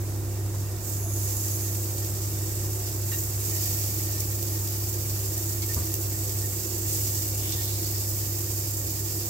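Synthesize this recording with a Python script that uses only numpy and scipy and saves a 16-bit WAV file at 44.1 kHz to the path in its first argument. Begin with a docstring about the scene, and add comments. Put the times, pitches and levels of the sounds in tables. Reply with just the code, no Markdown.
"""Meat already fries in a pan on an induction cooktop, close to a phone in a small kitchen: bubble bursts make the hiss.
All along, sines at twice the mains rate and its octave make the coil hum; wavering tones and shaped noise make the fan.
A bump rings the counter, then a piece flops in: the sizzle surges, narrow noise bands hiss as steam, noise snaps spit.
Steel modes clink before a second piece goes in; more spits, clinks and bumps follow, and the housing sings briefly.
A third piece goes in near 7 s, a last clink and bump follow, and hum and fan air ease towards the end."""
import sys
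import numpy as np
from scipy import signal
from scipy.fft import rfft, irfft
from scipy.io import wavfile

SR = 44100
rng = np.random.default_rng(int(sys.argv[2]) if len(sys.argv) > 2 else 0)


def bounce(signal):
    """Save signal as a 16-bit WAV file at the path given by the first command-line argument."""
    frames = np.transpose(np.atleast_2d(signal))
    limited = np.clip(frames, -1, 1)
    pcm = np.round(limited * 32767).astype(np.int16)
    wavfile.write(sys.argv[1], SR, pcm)


N = 409688
T = np.arange(N) / SR
FREQ = np.arange(N // 2 + 1) * SR / N
HUM_HZ = 99.95  # twice the mains rate
TOP_HZ = 15740  # upper limit of the phone

# pieces laid in the pan: start_s, rise_s, surge_db, settle_s (power falls to 1/e), lasting_db,
# fine_db and coarse_db (lasting spray and bubbling re main sizzle)
PIECES = [(1.09, 0.08, -39, 0.28, -32.5, -1.5, 0), (3.32, 0.28, -21.5, 0.21, -43.5, 9.5, 10.5),
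          (6.83, 0.057, -28.5, 0.4, -37, -6, -8)]
# fan at the two ports: freq_hz, left_minus_right_db, likeness (-1 to 1)
FAN_STEREO = [(45, -2, .96), (80, -.3, .98), (130, -2.8, .96), (200, -.7, .97), (300, -4.5, .93),
              (400, -4, .93), (490, -2.8, .72), (700, -7.5, .62), (1300, -2.5, .1), (2500, -.5, .5),
              (8000, -2, .1)]


def undb(db):
    """Decibels to gain."""
    return 10 ** (np.asarray(db) / 20)


def unit(x):
    """Scale to rms 1."""
    return x / np.sqrt(np.mean(x ** 2))


def ports(pan_db):
    """Left and right gains for a left-minus-right level difference."""
    return undb(np.array([[.5], [-.5]]) * pan_db)


def across(table):
    """Columns of a table (Hz, ..) on the frequency grid, joined on a log axis."""
    hz, *columns = np.transpose(table)
    return [np.interp(np.log(FREQ + 1), np.log(hz), c) for c in columns]


def colour(x, gain):
    """Filter by a gain on the frequency grid."""
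    return irfft(rfft(x) * gain, N)


def walk(rate_hz):
    """Smooth random signal of rms 1, low-passed near rate_hz."""
    return unit(colour(rng.standard_normal(N), 1 / (1 + (FREQ / rate_hz) ** 4)))


def band(x, lo_hz, hi_hz):
    """Causal band-pass."""
    sos = signal.butter(2, [lo_hz, min(hi_hz, SR / 2 - 1)], "band", fs=SR, output="sos")
    return signal.sosfilt(sos, x)


def fade(t, t60_s):
    """Exponential decay, 60 dB down after t60_s."""
    return np.exp(-np.log(1000) * t / t60_s)


def swell(middle_s, half_s):
    """Smooth rise and fall, 1 at its middle, 1/e at half_s either side."""
    return np.exp(-((T - middle_s) / half_s) ** 2)


def add(out, start_s, sound):
    """Mix a sound in at start_s."""
    i = int(start_s * SR)
    out[:, i:i + sound.shape[-1]] += sound[:, :N - i]


def struck(modes, t):
    """Free ring of a table of modes (Hz, dB, t60 s)."""
    return sum(undb(db) * np.sin(2 * np.pi * hz * t) * fade(t, t60_s) for hz, db, t60_s in modes)


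def aside():
    """How far the hand swings the phone away from the pan, 0-1."""
    # swings aside and back: middle_s, half_s, reach (0-1)
    swings = [(0.844, 0.09, 0.8), (3.4, 0.95, 0.07), (6.665, 0.13, 1.0), (9.05, 0.66, 0.54)]
    return sum(reach * swell(middle_s, half_s) for middle_s, half_s, reach in swings)


def ripple(depth):
    """Gain that pulses with the power, twice in each mains cycle."""
    return 1 + depth * np.cos(2 * np.pi * HUM_HZ * T)


def frying():
    """Levels (dB) of main sizzle, spray and bubbling: each piece surges, settles and fries on; powers add."""
    # flares as wet meat touches metal or juice runs out: middle_s, half_s, level_db, fine_db (re level)
    flares = [(.6, 0.093, -43.5, -5), (.925, 0.073, -30.5, -2.5), (1.478, 0.29, -33.5, 0),
              (3.187, 0.096, -31.5, 2), (5.42, 0.13, -33, -7), (5.75, 0.17, -35, -5), (8, 0.45, -47, 9)]
    flare_coarse_db = -2.5
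    first_db, first_fine_db, first_coarse_db = -39, -2.5, 2  # piece already frying
    surge_fine_db, surge_coarse_db = -0.5, 2.5
    parts = [(np.full(N, undb(first_db) ** 2), first_fine_db, first_coarse_db)]
    for start_s, rise_s, surge_db, settle_s, lasting_db, fine_db, coarse_db in PIECES:
        age_s = np.maximum(T - start_s, 0)
        contact = 1 - np.exp(-(age_s / rise_s) ** 2)
        surge = contact * undb(surge_db) ** 2 * np.exp(-age_s / settle_s)
        parts.append((surge, surge_fine_db, surge_coarse_db))
        parts.append((contact * undb(lasting_db) ** 2, fine_db, coarse_db))
    for middle_s, half_s, db, fine_db in flares:
        parts.append((undb(db) ** 2 * swell(middle_s, half_s), fine_db, flare_coarse_db))
    powers = sum(np.outer(undb([0, fine_db, coarse_db]) ** 2, power) for power, fine_db, coarse_db in parts)
    return 10 * np.log10(powers)


def bursts(per_second, spread_db, wash, scatter_s, room_db, room_t60_s, spots):
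    """Steam bubbles burst at several spots; pan wall and tiles scatter each differently to the two ports."""
    out, t = 0, T[:SR // 4]
    for _ in range(spots):
        size = undb(spread_db * np.minimum(rng.exponential(size=N), 6))
        hits = rng.random(N) < per_second / spots / SR
        clicks = hits * size * rng.choice([-1, 1], N)
        decay = np.exp(-t / scatter_s) + undb(room_db) * fade(t, room_t60_s)
        paths = rng.standard_normal((2, len(t))) * decay
        out = out + signal.oaconvolve(clicks[None], paths, axes=1)[:, :N]
    return unit(unit(out) + wash * rng.standard_normal((2, N)))


def pan_ring(bubbling_db):
    """Noise rings the pan's resonances; random level changes at each, partly following the bubbling level."""
    # pan resonances: freq_hz, width_hz, level_db (before trim)
    pan_modes = [(1838, 32, -62), (2280, 200, -63), (2730, 80, -65), (3640, 120, -65), (3830, 90, -68)]
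    trim_db, waver_db, follow = -0.4, 4.0, 0.38
    ring = 0
    for hz, width_hz, db in pan_modes:
        resonance = np.sqrt(SR / np.pi / width_hz) / (1 + 2j * (FREQ - hz) / width_hz)
        mode = colour(rng.standard_normal((2, N)), resonance)
        follow_db = follow * (bubbling_db - bubbling_db.mean())
        ring = ring + mode * undb(db + trim_db + follow_db + waver_db * walk(15))
    return ring


def sizzle():
    """Bubbles fry on hot metal, in three bands; the low band's level wavers at random, hiss shifts with phone."""
    # relative spectrum at each port: freq_hz, left_db_per_hz, right_db_per_hz
    spectrum = [(1300, -24, -26), (2360, -15, -15), (3200, -17, -15), (4000, -13, -13), (4850, -5, -4),
                (5400, -5, -2), (6100, -5.5, 0), (6800, -4.5, 3.3), (7600, -4, 4.8), (8400, -3.5, 1),
                (9100, -2.7, -4.5), (9600, -6, -10), (10100, -4.7, -11), (10700, -3.5, -5.6),
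                (11400, -2, .7), (12200, -.5, 3.8), (13000, .4, 1.9), (14000, -1, -1.1), (14700, 1, 0),
                (15700, 1.2, .1)]
    coarse_below_hz, fine_above_hz = 5800, 10800
    flicker_db, low_waver_db, fine_trim_db = 0.2, 1.24, 0.8
    aside_pan_db, ripple_depth = -2.5, .007
    fry_db, spray_db, bubbling_db = frying() + flicker_db * np.array([walk(9.0) for _ in range(3)])
    steam = bursts(per_second=3500, spread_db=2.8, wash=0.52, scatter_s=0.00026,
                   room_db=-1.5, room_t60_s=0.097, spots=8)
    steam = unit(colour(steam, undb(across(spectrum))))
    fine = 1 / (1 + (fine_above_hz / (FREQ + 1)) ** 12)
    coarse = 1 / (1 + (FREQ / coarse_below_hz) ** 12)
    hiss = colour(steam, coarse) * undb(bubbling_db + low_waver_db * walk(15))
    hiss += colour(steam, 1 - coarse - fine) * undb(fry_db)
    hiss += colour(steam, fine) * undb(spray_db + fine_trim_db)
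    return (hiss * ports(aside_pan_db * aside()) + pan_ring(bubbling_db)) * ripple(ripple_depth)


def steam_jets():
    """Steam squeezes out under the meat: a narrow noise band that holds or glides in pitch and flutters."""
    # jets: start_s, length_s, start_hz, end_hz, width_hz, level_db (before flutter), left_minus_right_db
    jets = [(1, 0.72, 6750, 6540, 660, -48.5, -18), (1, .65, 11000, 11000, 1900, -42, 2),
            (6.1, 1.1, 7800, 7260, 1300, -45, -12.5), (7.4, 0.69, 3100, 5290, 1018, -46, 1),
            (7.2, 2.2, 5300, 4910, 700, -50, -1)]
    edge_s, flutter_db = 0.083, 1.0
    out = np.zeros((2, N))
    for start_s, length_s, start_hz, end_hz, width_hz, db, pan_db in jets:
        gate = np.clip(np.minimum(T - start_s, start_s + length_s - T) / edge_s + .5, 0, 1)
        centre_hz = np.interp(T, [start_s, start_s + length_s], [start_hz, end_hz])
        low_pass = signal.butter(2, width_hz / 2, fs=SR, output="sos")
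        rush = signal.sosfilt(low_pass, rng.standard_normal((2, N)))
        hiss = unit(rush * np.cos(2 * np.pi * np.cumsum(centre_hz) / SR))
        out += hiss * gate * undb(db) * ports(pan_db)
    return out * undb(flutter_db * walk(16))


def wall_echo(x):
    """A near reflection combs the hiss; its path drifts as the hand holding the phone moves."""
    lag_s, drift, share = .0015, .06, .18  # drift: rms fraction of the lag
    i = np.arange(N)
    delayed = [np.interp(i - lag_s * SR * (1 + drift * walk(0.46)), i, side) for side in x]
    return x + share * np.array(delayed)


def small_spits():
    """Small spits of fat at random moments after the first of the added pieces is laid in."""
    rate_hz, peak_db, scatter_db = 2.5, -24, 1.5  # count = rate times the whole length
    low_hz, treble_db, t60_s = 5500, 2, .005
    count = int(rate_hz * T[-1])
    times_s = rng.uniform(PIECES[0][0], T[-1], count)
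    sizes = rng.standard_normal(count)
    return [(s, peak_db + scatter_db * size, low_hz, treble_db, t60_s) for s, size in zip(times_s, sizes)]


def spits():
    """A droplet explodes in the fat: a sharp noise snap and a short splash of reflections."""
    # loud spits: start_s, peak_db (mean of ports), low_hz, treble_db (gain re middle band), t60_s
    loud_spits = [(2.058, -22, 5500, 2, .006), (3.997, -17, 6500, 7, .004), (4.204, -13, 5400, 1, .03),
                  (4.428, -15.5, 5500, 6, .004), (4.675, -22, 4600, -3, .015), (5.378, -16, 6000, 5, .02),
                  (5.7455, -11.7, 5800, 5, .005), (5.799, -20, 7000, 6, .006),
                  (5.9405, -12.5, 5600, 4, .011), (5.953, -20, 5500, 0, .015)]
    tail_db, tail_t60_s, pan_db = -25, 0.11, -2
    out, t = np.zeros((2, N)), T[:SR // 8]
    for start_s, db, low_hz, treble_db, t60_s in loud_spits + small_spits():
        decay = fade(t, t60_s) + undb(tail_db) * fade(t, tail_t60_s)
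        burst = rng.standard_normal((2, len(t))) * decay
        snap = band(burst, low_hz, 10500) + undb(treble_db) * band(burst, 11000, TOP_HZ)
        snap /= np.abs(snap).max(axis=1, keepdims=True)
        add(out, start_s, undb(db) * snap * ports(pan_db))
    return out


def flops():
    """Soft meat, let go by the fingers, drops on the pan, which answers with a short dull knock."""
    # flops: start_s, level_db
    drops = [(1.036, -36)]
    # loaded pan modes: freq_hz, level_db, t60_s
    thud_modes = [(335, -1, .12), (372, -3, .12), (662, 0, .16), (698, -2, .16), (1010, -12, .08)]
    push_s = .008
    out, t = np.zeros((2, N)), T[:SR // 4]
    for start_s, db in drops:
        knock = struck(thud_modes, t) * (1 - np.exp(-t / push_s))
        add(out, start_s, undb(db) * knock * ports(-6))
    return out


def clinks():
    """Steel touches steel: a brief chatter of contact rings a few modes over scrape and duller clatter."""
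    # clinks: start_s, level_db, lowest_ring_hz, tilt_db_per_octave, scrape_db (re clink)
    contacts = [(3.116, -32.5, 1868, -16, -16), (3.122, -33.5, 1868, -1, -11), (3.133, -38, 1856, 4, -4),
                (5.6215, -38, 2165, -7, 11), (5.628, -40, 2290, -3, 11), (7.521, -33, 3644, -12, 9),
                (7.526, -39.5, 3460, -14, 8)]
    # thin steel modes: ratio (to lowest ring), level_db, t60_s
    steel_modes = [(1, -3, .09), (1.05, -12, .04), (1.5, -4, .06), (1.64, -11, .015), (1.87, -10, .015),
                   (2.055, -4, .06), (2.4, -14, .03)]
    contact_t60_s, scrape_t60_s = 0.07, 0.11
    clatter_db, clatter_t60_s = -8, 0.2
    out, t = np.zeros((2, N)), T[:SR // 2]
    for start_s, db, hz, tilt_db, scrape_db in contacts:
        contact, scrape, clatter = rng.standard_normal((3, 2, len(t)))
        chatter = contact * fade(t, contact_t60_s)
        sound = undb(scrape_db) * band(scrape, 3900, 8400) * fade(t, scrape_t60_s)
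        sound += undb(clatter_db) * band(clatter, 900, 4400) * fade(t, clatter_t60_s)
        for ratio, mode_db, t60_s in steel_modes:
            mode = np.sin(2 * np.pi * hz * ratio * t) * fade(t, t60_s)
            ring = signal.fftconvolve(chatter, mode[None])[:, :len(t)]
            sound += undb(mode_db + tilt_db * np.log2(ratio)) * ring / np.abs(ring).max()
        add(out, start_s, undb(db) * sound)
    return out


def bumps():
    """A soft push rings the counter, booms in the cupboard below and shakes what stands on it."""
    # bumps: start_s, level_db
    pushes = [(.535, -31), (5.624, -35), (5.763, -20.5), (5.830, -32), (7.526, -33)]
    # counter and cooktop body modes: freq_hz, level_db, t60_s
    counter_modes = [(83, 1, .33), (136.6, -8, .13), (256, -12, .12), (318, -11, .15), (385, -12, .15),
                     (970, -23, .15), (1040, -21, .15), (1165, -23, .2)]
    push_s = .005
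    rattle_db, rattle_t60_s = -5.5, .32
    boom_db, boom_t60_s = 2.5, .3
    out, t = np.zeros((2, N)), T[:SR // 2]
    for start_s, db in pushes:
        rattle = undb(rattle_db) * band(rng.standard_normal((2, len(t))), 200, 1200) * fade(t, rattle_t60_s)
        boom = undb(boom_db) * band(rng.standard_normal(len(t)), 50, 250) * fade(t, boom_t60_s)
        onset = 1 - np.exp(-t / push_s)
        add(out, start_s, undb(db) * (struck(counter_modes, t) + rattle + boom) * onset)
    return out


def coil():
    """Magnetic pull shakes pan and coil twice per mains cycle; the hum wavers and drops as the phone swings."""
    start_db, aside_db, sag_db, waver_db, octave_db = -30, -3, -2, 0.5, -29
    phase = 2 * np.pi * HUM_HZ * T + np.array([[0], [.25]])  # right port leads, rad
    tone = (np.sin(phase) + undb(octave_db) * np.sin(2 * phase)) * ports(-.7)
    level_db = start_db + aside_db * aside() + sag_db * (T / T[-1]) ** 2 + waver_db * walk(3.3)
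    return np.sqrt(2) * tone * undb(level_db)


def fan_tones():
    """Fan and motor tones share the wandering shaft speed; turbulence makes each one flutter."""
    # tones: pitch_hz, level_db (before trim and panning), unsteadiness (0-1)
    tones = [(44, -65, .5), (49.5, -61, .6), (53, -58.5, .6), (66, -45.7, .15), (78, -54.5, .6),
             (93.5, -54.5, .5), (122, -54, .3), (132, -61, .1), (144, -53, .3), (176, -59.3, .4),
             (188, -63.7, .2), (220.5, -59.5, .3), (258, -61, 1), (298, -61, .8), (320.3, -51.3, .5),
             (324, -56, .7), (330.7, -53.3, .5), (342.7, -49.5, .35), (354, -60, .5), (376.3, -53, .4),
             (388, -57, .5), (408.5, -63.5, .6), (440.5, -65, .4), (490, -65, 1), (506.5, -62.5, .8),
             (554, -61.5, .5), (710.5, -65.5, .7)]
    wander, flutter_hz, trim_db = 0.0015, 3, 1.0  # wander: rms fraction of speed
    clock_s = T + wander * np.cumsum(walk(1)) / SR
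    out = np.zeros(N)
    for hz, db, unsteady in tones:
        phase = 2 * np.pi * (hz * clock_s + rng.random())
        tone = (1 + unsteady * walk(flutter_hz)) * np.sin(phase)
        tone += unsteady * walk(flutter_hz) * np.cos(phase)
        out += undb(db + trim_db) * unit(tone)
    right_lead = np.exp(np.array([[0], [.2]]) * 1j)  # rad
    return colour(out, ports(across(FAN_STEREO)[0]) * right_lead)


def fan_air():
    """Turbulent air rings the housing, most alike at both ports in the bass; it eases towards the end."""
    # air through the housing, relative spectrum: freq_hz, density_db_per_hz
    air_spectrum = [(20, -26), (36, -21), (46, -27), (85, -3), (115, -3), (165, -12.5), (235, -16),
                    (335, -9.5), (460, -19.5), (700, -19.5), (1400, -25), (3000, -35), (8000, -31.5)]
    # housing resonances: freq_hz, width_hz, lift_db
    housing_modes = [(258, 7.3, -1), (413, 42, 4.5), (499.6, 26, 7), (623, 18, 5.5), (713, 29, 3)]
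    start_db, late_db = -40, -2
    pan_db, likeness = across(FAN_STEREO)
    likeness = np.clip(likeness, -1, 1)
    mid, side = rfft(rng.standard_normal((2, N)))
    pair = np.sqrt(1 + likeness) * mid + np.sqrt(1 - likeness) * side * np.array([[1], [-1]])
    lift_db = sum(db / (1 + (2 * (FREQ - hz) / width_hz) ** 2) for hz, width_hz, db in housing_modes)
    air = unit(irfft(pair * ports(pan_db) * undb(across(air_spectrum)[0] + lift_db), N))
    return air * undb(start_db + late_db * (T / T[-1]) ** 2)


def housing_song():
    """One resonance of the housing sings out for a moment."""
    middle_s, half_s, pitch_hz, level_db = 6.27, .06, 507, -49
    return np.sqrt(2) * undb(level_db) * swell(middle_s, half_s) * np.sin(2 * np.pi * pitch_hz * T)


def scene():
    """Pan, small kitchen noises and cooktop."""
    pan = wall_echo(sizzle() + steam_jets()) + spits() + flops()
    kitchen = clinks() + bumps()
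    fan = (fan_tones() + fan_air()) * ripple(.035)
    return pan + kitchen + coil() + fan + housing_song()


def record(dry):
    """The phone cuts the top with a steep low-pass."""
    return signal.sosfilt(signal.ellip(10, .2, 70, TOP_HZ, fs=SR, output="sos"), dry)


dry = scene()
out = record(dry)
bounce(out)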